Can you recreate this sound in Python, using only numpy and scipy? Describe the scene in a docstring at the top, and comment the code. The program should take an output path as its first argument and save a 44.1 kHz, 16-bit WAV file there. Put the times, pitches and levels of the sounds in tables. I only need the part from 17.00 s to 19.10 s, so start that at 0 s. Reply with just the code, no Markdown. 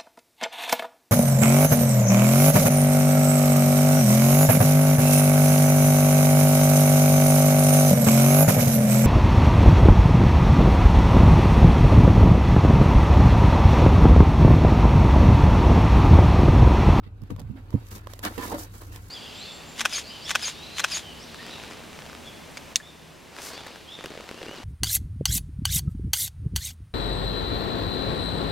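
"""Short gritty strokes, close by: large crabs drag their legs through coarse gravel in a plastic tub.
Friction moves the stones in many tiny slips, which rattle the tub, grind and shed a fine fizz.
Shell tips tick on stone, bumps excite the tub's damped modes as dull thumps, and legs judder
on the plastic by stick and slip. A low machine hum and a rumble fill the room."""
import sys
import numpy as np
from scipy import signal
from scipy.fft import rfft, irfft, next_fast_len
from scipy.io import wavfile
from scipy.ndimage import uniform_filter1d, map_coordinates

SR = 44100
rng = np.random.default_rng(int(sys.argv[2]) if len(sys.argv) > 2 else 0)


def generate_wav(signal):
    """Clip the signal to [-1, 1] and save it as 16-bit WAV at the path in sys.argv[1]."""
    frames = np.transpose(np.atleast_2d(signal))
    scaled = np.clip(frames, -1, 1) * 32767
    pcm = np.round(scaled).astype(np.int16)
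    wavfile.write(sys.argv[1], SR, pcm)


N = 92610

# legs pushing through gravel (start [s], length [s], tub body [dB], grit [dB], fizz [dB], balance [dB])
LEG_STROKES = [(0.026, 0.047, -65, -55.5, -73, -1.5), (0.297, 0.01, -36, -51, -56.5, 2.5),
               (0.378, 0.023, -42.5, -54.5, -73, -3.5), (0.553, 0.04, -59.5, -58.5, -69, -5),
               (0.716, 0.041, -44, -58, -64, -5.5), (0.905, 0.025, -49.5, -48.5, -44.5, -1.5),
               (0.942, 0.03, -48.5, -51, -45, -1), (1.092, .035, -65, -54.5, -56, -2),
               (1.227, 0.029, -36.5, -31, -39, 0), (1.246, 0.023, -28.5, -32, -39, -0.5),
               (1.3, 0.014, -42.5, -51, -70, -0.5), (1.373, 0.055, -38, -39.5, -46, -3.5),
               (1.422, 0.066, -36.5, -41, -40.5, -2.5), (1.486, .035, -34, -56, -41.5, -3),
               (1.513, 0.017, -32, -42.5, -52, -2), (1.529, .03, -31, -43.5, -52, -1.5),
               (1.573, 0.058, -45.5, -48.5, -41, -1.5), (1.626, 0.029, -48, -62, -49, -3),
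               (1.731, 0.027, -50, -53, -50, -2.5), (1.806, 0.013, -46.5, -49.5, -49, -2.5),
               (1.913, 0.062, -54, -51, -52.5, -1.5)]
# slow creep of the stones between strokes (time [s], tub body [dB], grit [dB], fizz [dB])
STONE_CREEP = [(0, -69, -79, -92), (.14, -66, -76, -81), (.24, -62, -64.5, -74), (.5, -61, -66, -72.5),
               (.66, -62, -65, -71.5), (.8, -52.5, -58.5, -64.5), (.89, -57, -58.5, -59.5),
               (.98, -55, -54, -70), (1.035, -59, -62, -68), (1.13, -55, -57.5, -60.5),
               (1.21, -54.5, -60.5, -61.5), (1.35, -50, -51, -49), (1.6, -45, -55, -55),
               (1.67, -55, -55.5, -64), (1.705, -67, -60, -61.5), (1.79, -62.5, -61, -52.5),
               (1.88, -59, -58, -59.5), (1.97, -52.5, -59, -58), (2.02, -61, -60.5, -58),
               (2.1, -59, -58, -60)]
# spectrum of the rattling tub (frequency [Hz], level [dB])
BODY_SPECTRUM = [(90, -32), (190, -4.5), (305, 5), (390, -4.5), (480, -2.5), (580, -4.5), (670, -8.5),
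                 (800, -5), (1000, -6), (1300, -17), (2500, -51)]
# spectrum of the grinding stones (frequency [Hz], level [dB])
GRIT_SPECTRUM = [(500, -43), (1100, 3), (1750, 1.5), (2300, -4), (3400, -7), (4600, -8.5), (7000, -33.5),
                 (12000, -25)]
# spectrum of the fine fizz (frequency [Hz], level [dB])
FIZZ_SPECTRUM = [(2000, -24), (4500, -1), (6900, 1), (9300, -2), (12500, 0.5), (15000, -2.5), (16500, -7.5)]
# narrow resonances of stones and tub wall (frequency [Hz], gain [dB])
GRIND_RESONANCES = [(470, 7.5), (720, 7.5), (811, -1), (926, 4), (1174, -5), (1780, 0), (2275, 8.5),
                    (2700, 8), (3064, 5.5), (3550, 5), (3820, 8), (6900, -0.5)]
# left-right likeness of the stones' sound (frequency [Hz], correlation [-1 to 1])
STONE_CORRELATION = [(130, 0.81), (290, 0.94), (640, 0.53), (1410, -0.37), (3100, 0.11), (7000, -.12),
                     (15000, -0.018)]
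# shell striking stone (time [s], hollow note [dB], crack [dB], balance [dB])
SHELL_TICKS = [(0.218, -51, -51, -19), (0.2357, -44.5, -47, 0), (0.3051, -33.5, -40, -8),
               (0.3627, -36, -41, -6.5), (0.395, -41, -35, -2), (.401, -64, -35, 1), (.416, -39.5, -46, -9),
               (0.705, -43, -39, -2), (0.7282, -38.5, -63, -3), (.7395, -37.5, -53, -9),
               (.868, -60, -41, -5), (0.886, -64, -42, 11), (0.9137, -54, -35, -2), (.9615, -57, -34.5, 1),
               (1.0708, -24.5, -38.5, -14.5), (1.135, -30.5, -29.5, -9.5), (1.1914, -31.5, -30, -7),
               (1.2502, -29, -15, -4), (1.379, -28, -28, -9.5), (1.517, -25.5, -47, 1),
               (1.583, -28, -47, 6), (1.9599, -37, -29.5, -1)]
# modes of a tick's hollow note (frequency [Hz], level [dB], t60 [s])
HOLLOW_MODES = [(524, -4, 0.012), (1056, 0.5, 0.0093), (1860, -6, 0.0066), (3070, -5, 0.0045)]
# spectrum of a tick's crack (frequency [Hz], level [dB])
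CRACK_SPECTRUM = [(600, -71), (2000, -1), (3300, 4), (7000, 1.5), (10000, -3), (13000, 2), (16000, -10.5)]
# blows on the tub (time [s], level [dB], tilt [dB/octave], balance [dB])
TUB_BUMPS = [(.062, -36, 0.5, -19.5), (0.2212, -24.5, -6, -14.5), (.31, -25.5, 4.5, 19),
             (0.384, -33.5, 0, -13), (.407, -25, 1, -2), (.498, -23.5, -7.5, -18),
             (0.7396, -2.5, -1.5, -6.5), (1.376, -33.5, 11, -19.5)]
# modes of the tub (frequency [Hz], level [dB], t60 [s], balance multiplier [ratio])
TUB_MODES = [(110, -10.5, .14, 0.27), (134.6, 1, 0.049, 1.38), (197, 1.5, 0.043, 1.27),
             (273.4, -8, 0.074, 0.96), (477, -12.5, 0.042, 1.17)]
# legs juddering on plastic (start [s], length [s], frequency [Hz], level [dB], balance [dB])
LEG_JUDDERS = [(0.324, 0.045, 92.35, -35, 3), (0.382, 0.041, 185, -39, -7.5),
               (0.424, 0.062, 112, -35.5, -6), (0.477, 0.057, 185.5, -47, -10),
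               (0.51, 0.073, 258.5, -42, -6), (0.905, 0.082, 205, -49, 5.5), (1.385, 0.059, 998, -38, -6),
               (1.412, 0.016, 1750, -47, -12), (1.42, 0.0564, 2020, -55, -0.5),
               (1.5, 0.04, 306.5, -36.5, -5), (1.539, 0.0091, 575, -32, 2)]
# tones of the machine hum (frequency [Hz], level [dB])
HUM_TONES = [(41.3, -49.5), (76.5, -51), (100, -46)]
# spectrum of the room's rumble (frequency [Hz], level [dB])
RUMBLE_SPECTRUM = [(15, -42), (33, -14), (50, -6), (80, 3), (108, 0), (135, -11), (300, -15), (500, -26),
                   (1100, -31), (1550, -28.5), (1800, -50.5), (2500, -35.5), (4000, -48), (15000, -61.5)]
# slow drift of the rumble (time [s], level [dB])
RUMBLE_LEVELS = [(0, -49.5), (.6, -48), (.9, -51.5), (1.3, -50.5), (1.6, -48.5), (2.1, -48)]
# left-right likeness of the rumble (frequency [Hz], correlation [-1 to 1])
RUMBLE_CORRELATION = [(100, 0.9), (300, 0.86), (1000, 0.13), (4000, 0.092)]


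def gravel():
    """Incoherent sources add in power: creep and leg strokes drive three bands of friction noise."""
    times, *levels = np.transpose(STONE_CREEP)
    creep_db = [np.interp(clock(), times, db) + 0.67 * wobble(35.12) for db in levels]
    power = np.array([pan(-1.7) * amp(db) for db in creep_db]) ** 2
    for start, length, *band_db, side_db in LEG_STROKES:
        power += np.multiply.outer(amp(band_db), pan(side_db) * stroke(start, length)) ** 2
    body, grit, fizz = np.sqrt(power)
    body *= friction(BODY_SPECTRUM, slips_per_s=500, scatter_db=4, rub_db=-2.5, clump_db=2, patch_db=2.5)
    grit *= friction(GRIT_SPECTRUM, slips_per_s=1100, scatter_db=1, rub_db=-3.5, clump_db=1, patch_db=3)
    fizz *= friction(FIZZ_SPECTRUM, slips_per_s=2200, scatter_db=3.5, rub_db=0.5, clump_db=2, patch_db=1.5)
    return body + grit + fizz


def stroke(start, length, attack_s=0.011, sag_db_per_s=44, release_db_per_s=502):
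    """Envelope of a push: a linear rise, a slow exponential sag, then rapid decay on release."""
    t = clock() - start
    loss_db = sag_db_per_s * np.maximum(t, 0) + release_db_per_s * np.maximum(t - length, 0)
    return np.clip(t / attack_s, 0, 1) * amp(-loss_db)


def friction(spectrum, slips_per_s, scatter_db, rub_db, clump_db, patch_db):
    """Granular friction: clumps of random impulses over smooth rubbing excite stones and tub."""
    slips = (rng.random((2, N)) < slips_per_s / SR) * rng.choice([-1, 1], (2, N))
    sizes = amp(scatter_db * np.clip(rng.standard_normal((2, N)), -2, 2))
    rubbing = amp(rub_db) * rng.standard_normal((2, N))
    force = random_spectral_patches(unit(slips * sizes) + rubbing, patch_db)
    force *= amp(clump_db * wobble(170))
    return unit(spread(ringing(colour(force, spectrum)), STONE_CORRELATION))


def random_spectral_patches(x, depth_db):
    """Spectral modulation: random gains over time and frequency give an uneven, shifting colour."""
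    spectra = signal.stft(x, nperseg=1024)[2]
    patches = uniform_filter1d(rng.standard_normal(spectra.shape[1:]), size=3, axis=0)
    patches = uniform_filter1d(patches, size=4, axis=1)
    return signal.istft(spectra * amp(depth_db * unit(patches)), nperseg=1024)[1][:, :N]


def ringing(x, base_width_hz=5.3, relative_width=0.005):
    """Resonance of stones and tub wall puts narrow peaks, and a few dips, in the grinding."""
    m = next_fast_len(N + SR // 2)
    f = np.fft.rfftfreq(m, 1 / SR)
    response = 1
    for hz, db in GRIND_RESONANCES:
        damping = 1j * f * (base_width_hz + relative_width * hz)
        response = response * (1 + (amp(db) - 1) * damping / (hz * hz - f * f + damping))
    return irfft(rfft(x, m) * response, m)[:, :N]


def shell_ticks(rise_s=0.00071, crack_t60_s=0.0084, tail_db=-19.5, tail_t60_s=0.053):
    """Hard impact excites a wide band: a hollow note and a crack, briefly scattered by the walls."""
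    out, t = np.zeros((2, N)), np.arange(SR // 20) / SR
    rise = 1 - np.exp(-t / rise_s)
    fade = rise * (amp(-60 * t / crack_t60_s) + amp(tail_db - 60 * t / tail_t60_s))
    for start, hollow_db, crack_db, side_db in SHELL_TICKS:
        note = 0
        for hz, db, t60 in HOLLOW_MODES:
            decay = amp(db + rng.normal(0, 2.6) - 60 * t / t60)
            detuned_hz = hz * np.exp(rng.standard_normal() / 20)
            note += rise * decay * np.sin(2 * np.pi * detuned_hz * t)
        noise = spread(rng.standard_normal((2, len(t))), STONE_CORRELATION)
        crack = colour(noise * fade, CRACK_SPECTRUM)
        add(out, start, pan(side_db) * (amp(hollow_db) * note + amp(crack_db) * crack))
    return out


def tub_bumps(attack_s=0.0041):
    """Damped free vibration: blows ring the tub's modes, each darker or brighter by its own tilt."""
    out, t = np.zeros((2, N)), np.arange(SR // 3) / SR
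    rise = (1 - np.exp(-t / attack_s)) ** 2
    pivot_hz = TUB_MODES[1][0]
    for start, db, tilt_db, side_db in TUB_BUMPS:
        ring = 0
        for hz, mode_db, t60, side_scale in TUB_MODES:
            decay = amp(mode_db + tilt_db * np.log2(hz / pivot_hz) - 60 * t / t60)
            ring += pan(side_db * side_scale) * decay * np.sin(2 * np.pi * hz * t)
        add(out, start, -amp(db) * ring * rise)
    return out


def leg_judders(jitter_hz=22.35, roughness_db=3.5):
    """Stick-slip oscillation: a leg on the plastic sustains a rough, unsteady note at one resonance."""
    out = np.zeros((2, N))
    for start, length, hz, db, side_db in LEG_JUDDERS:
        phase = 2 * np.pi * np.cumsum(hz + jitter_hz * wobble(150)) / SR
        note = unit(np.sin(phase) * amp(roughness_db * wobble(120)))
        out += pan(side_db) * amp(db) * stroke(start, length) * note
    return out


def room():
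    """Line and continuous spectra: machine tones, wavering in phase, lie over a noisy rumble."""
    hum = 0
    for hz, db in HUM_TONES:
        phase = 2 * np.pi * (hz * clock() + rng.random()) + 0.2 * wobble(4.2)
        hum += amp(db) * unit(np.sin(phase))
    rumble = unit(spread(colour(rng.standard_normal((2, N)), RUMBLE_SPECTRUM), RUMBLE_CORRELATION))
    rumble_db = np.interp(clock(), *np.transpose(RUMBLE_LEVELS))
    return hum + amp(rumble_db) * rumble


def amp(db):
    """Decibels to amplitude ratio."""
    return 10 ** (np.asarray(db) / 20)


def unit(x):
    """Normalisation to rms 1."""
    return x / np.sqrt(np.mean(x ** 2) + 1e-20)


def along(points, hz):
    """Interpolation of (frequency [Hz], value) points on a logarithmic axis."""
    f, values = np.transpose(points)
    return np.interp(np.log(hz + 1), np.log(f + 1), values)


def clock():
    """Time of each sample in seconds."""
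    return np.arange(N) / SR


def wobble(knots_per_s):
    """Smooth fluctuation: a spline through random values."""
    knots = rng.standard_normal(int(N * knots_per_s / SR) + 4)
    return map_coordinates(knots, [clock() * knots_per_s])


def pan(db):
    """Stereo gains for a balance, the left level minus the right."""
    return amp(np.array([[db], [-db]]) / 2)


def colour(x, points):
    """Minimum-phase filter through (frequency [Hz], level [dB]) points."""
    m = 2 * next_fast_len(x.shape[-1])
    cepstrum = irfft(np.log(amp(along(points, np.fft.rfftfreq(m, 1 / SR)))))
    cepstrum[1:m // 2] *= 2  # folding onto positive time makes the filter causal
    cepstrum[m // 2 + 1:] = 0
    return irfft(rfft(x, m) * np.exp(rfft(cepstrum)))[..., :x.shape[-1]]


def spread(pair, correlation):
    """Mid-side mixing gives two independent signals a set left-right correlation."""
    n = pair.shape[-1]
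    angle = np.arccos(np.clip(along(correlation, np.fft.rfftfreq(n, 1 / SR)), -1, 1)) / 2
    mid, side = irfft(rfft(pair) * [np.cos(angle), np.sin(angle)], n)
    return np.array([mid + side, mid - side])


def add(out, start_s, sound):
    """Superpose a sound from the given time on."""
    part = out[:, max(0, round(start_s * SR)):][:, :sound.shape[-1]]
    part += sound[..., :part.shape[-1]]


def scene():
    """Superposition: the pressures from gravel, crabs, tub and room add."""
    return gravel() + shell_ticks() + tub_bumps() + leg_judders() + room()


def record(dry, cutoff_hz=15900):
    """Band limiting: an ideal low-pass filter removes the highest treble."""
    m = next_fast_len(N + SR // 2)
    passband = np.fft.rfftfreq(m, 1 / SR) < cutoff_hz
    return irfft(rfft(dry, m) * passband, m)[:, :N]


dry = scene()
out = record(dry)
generate_wav(out)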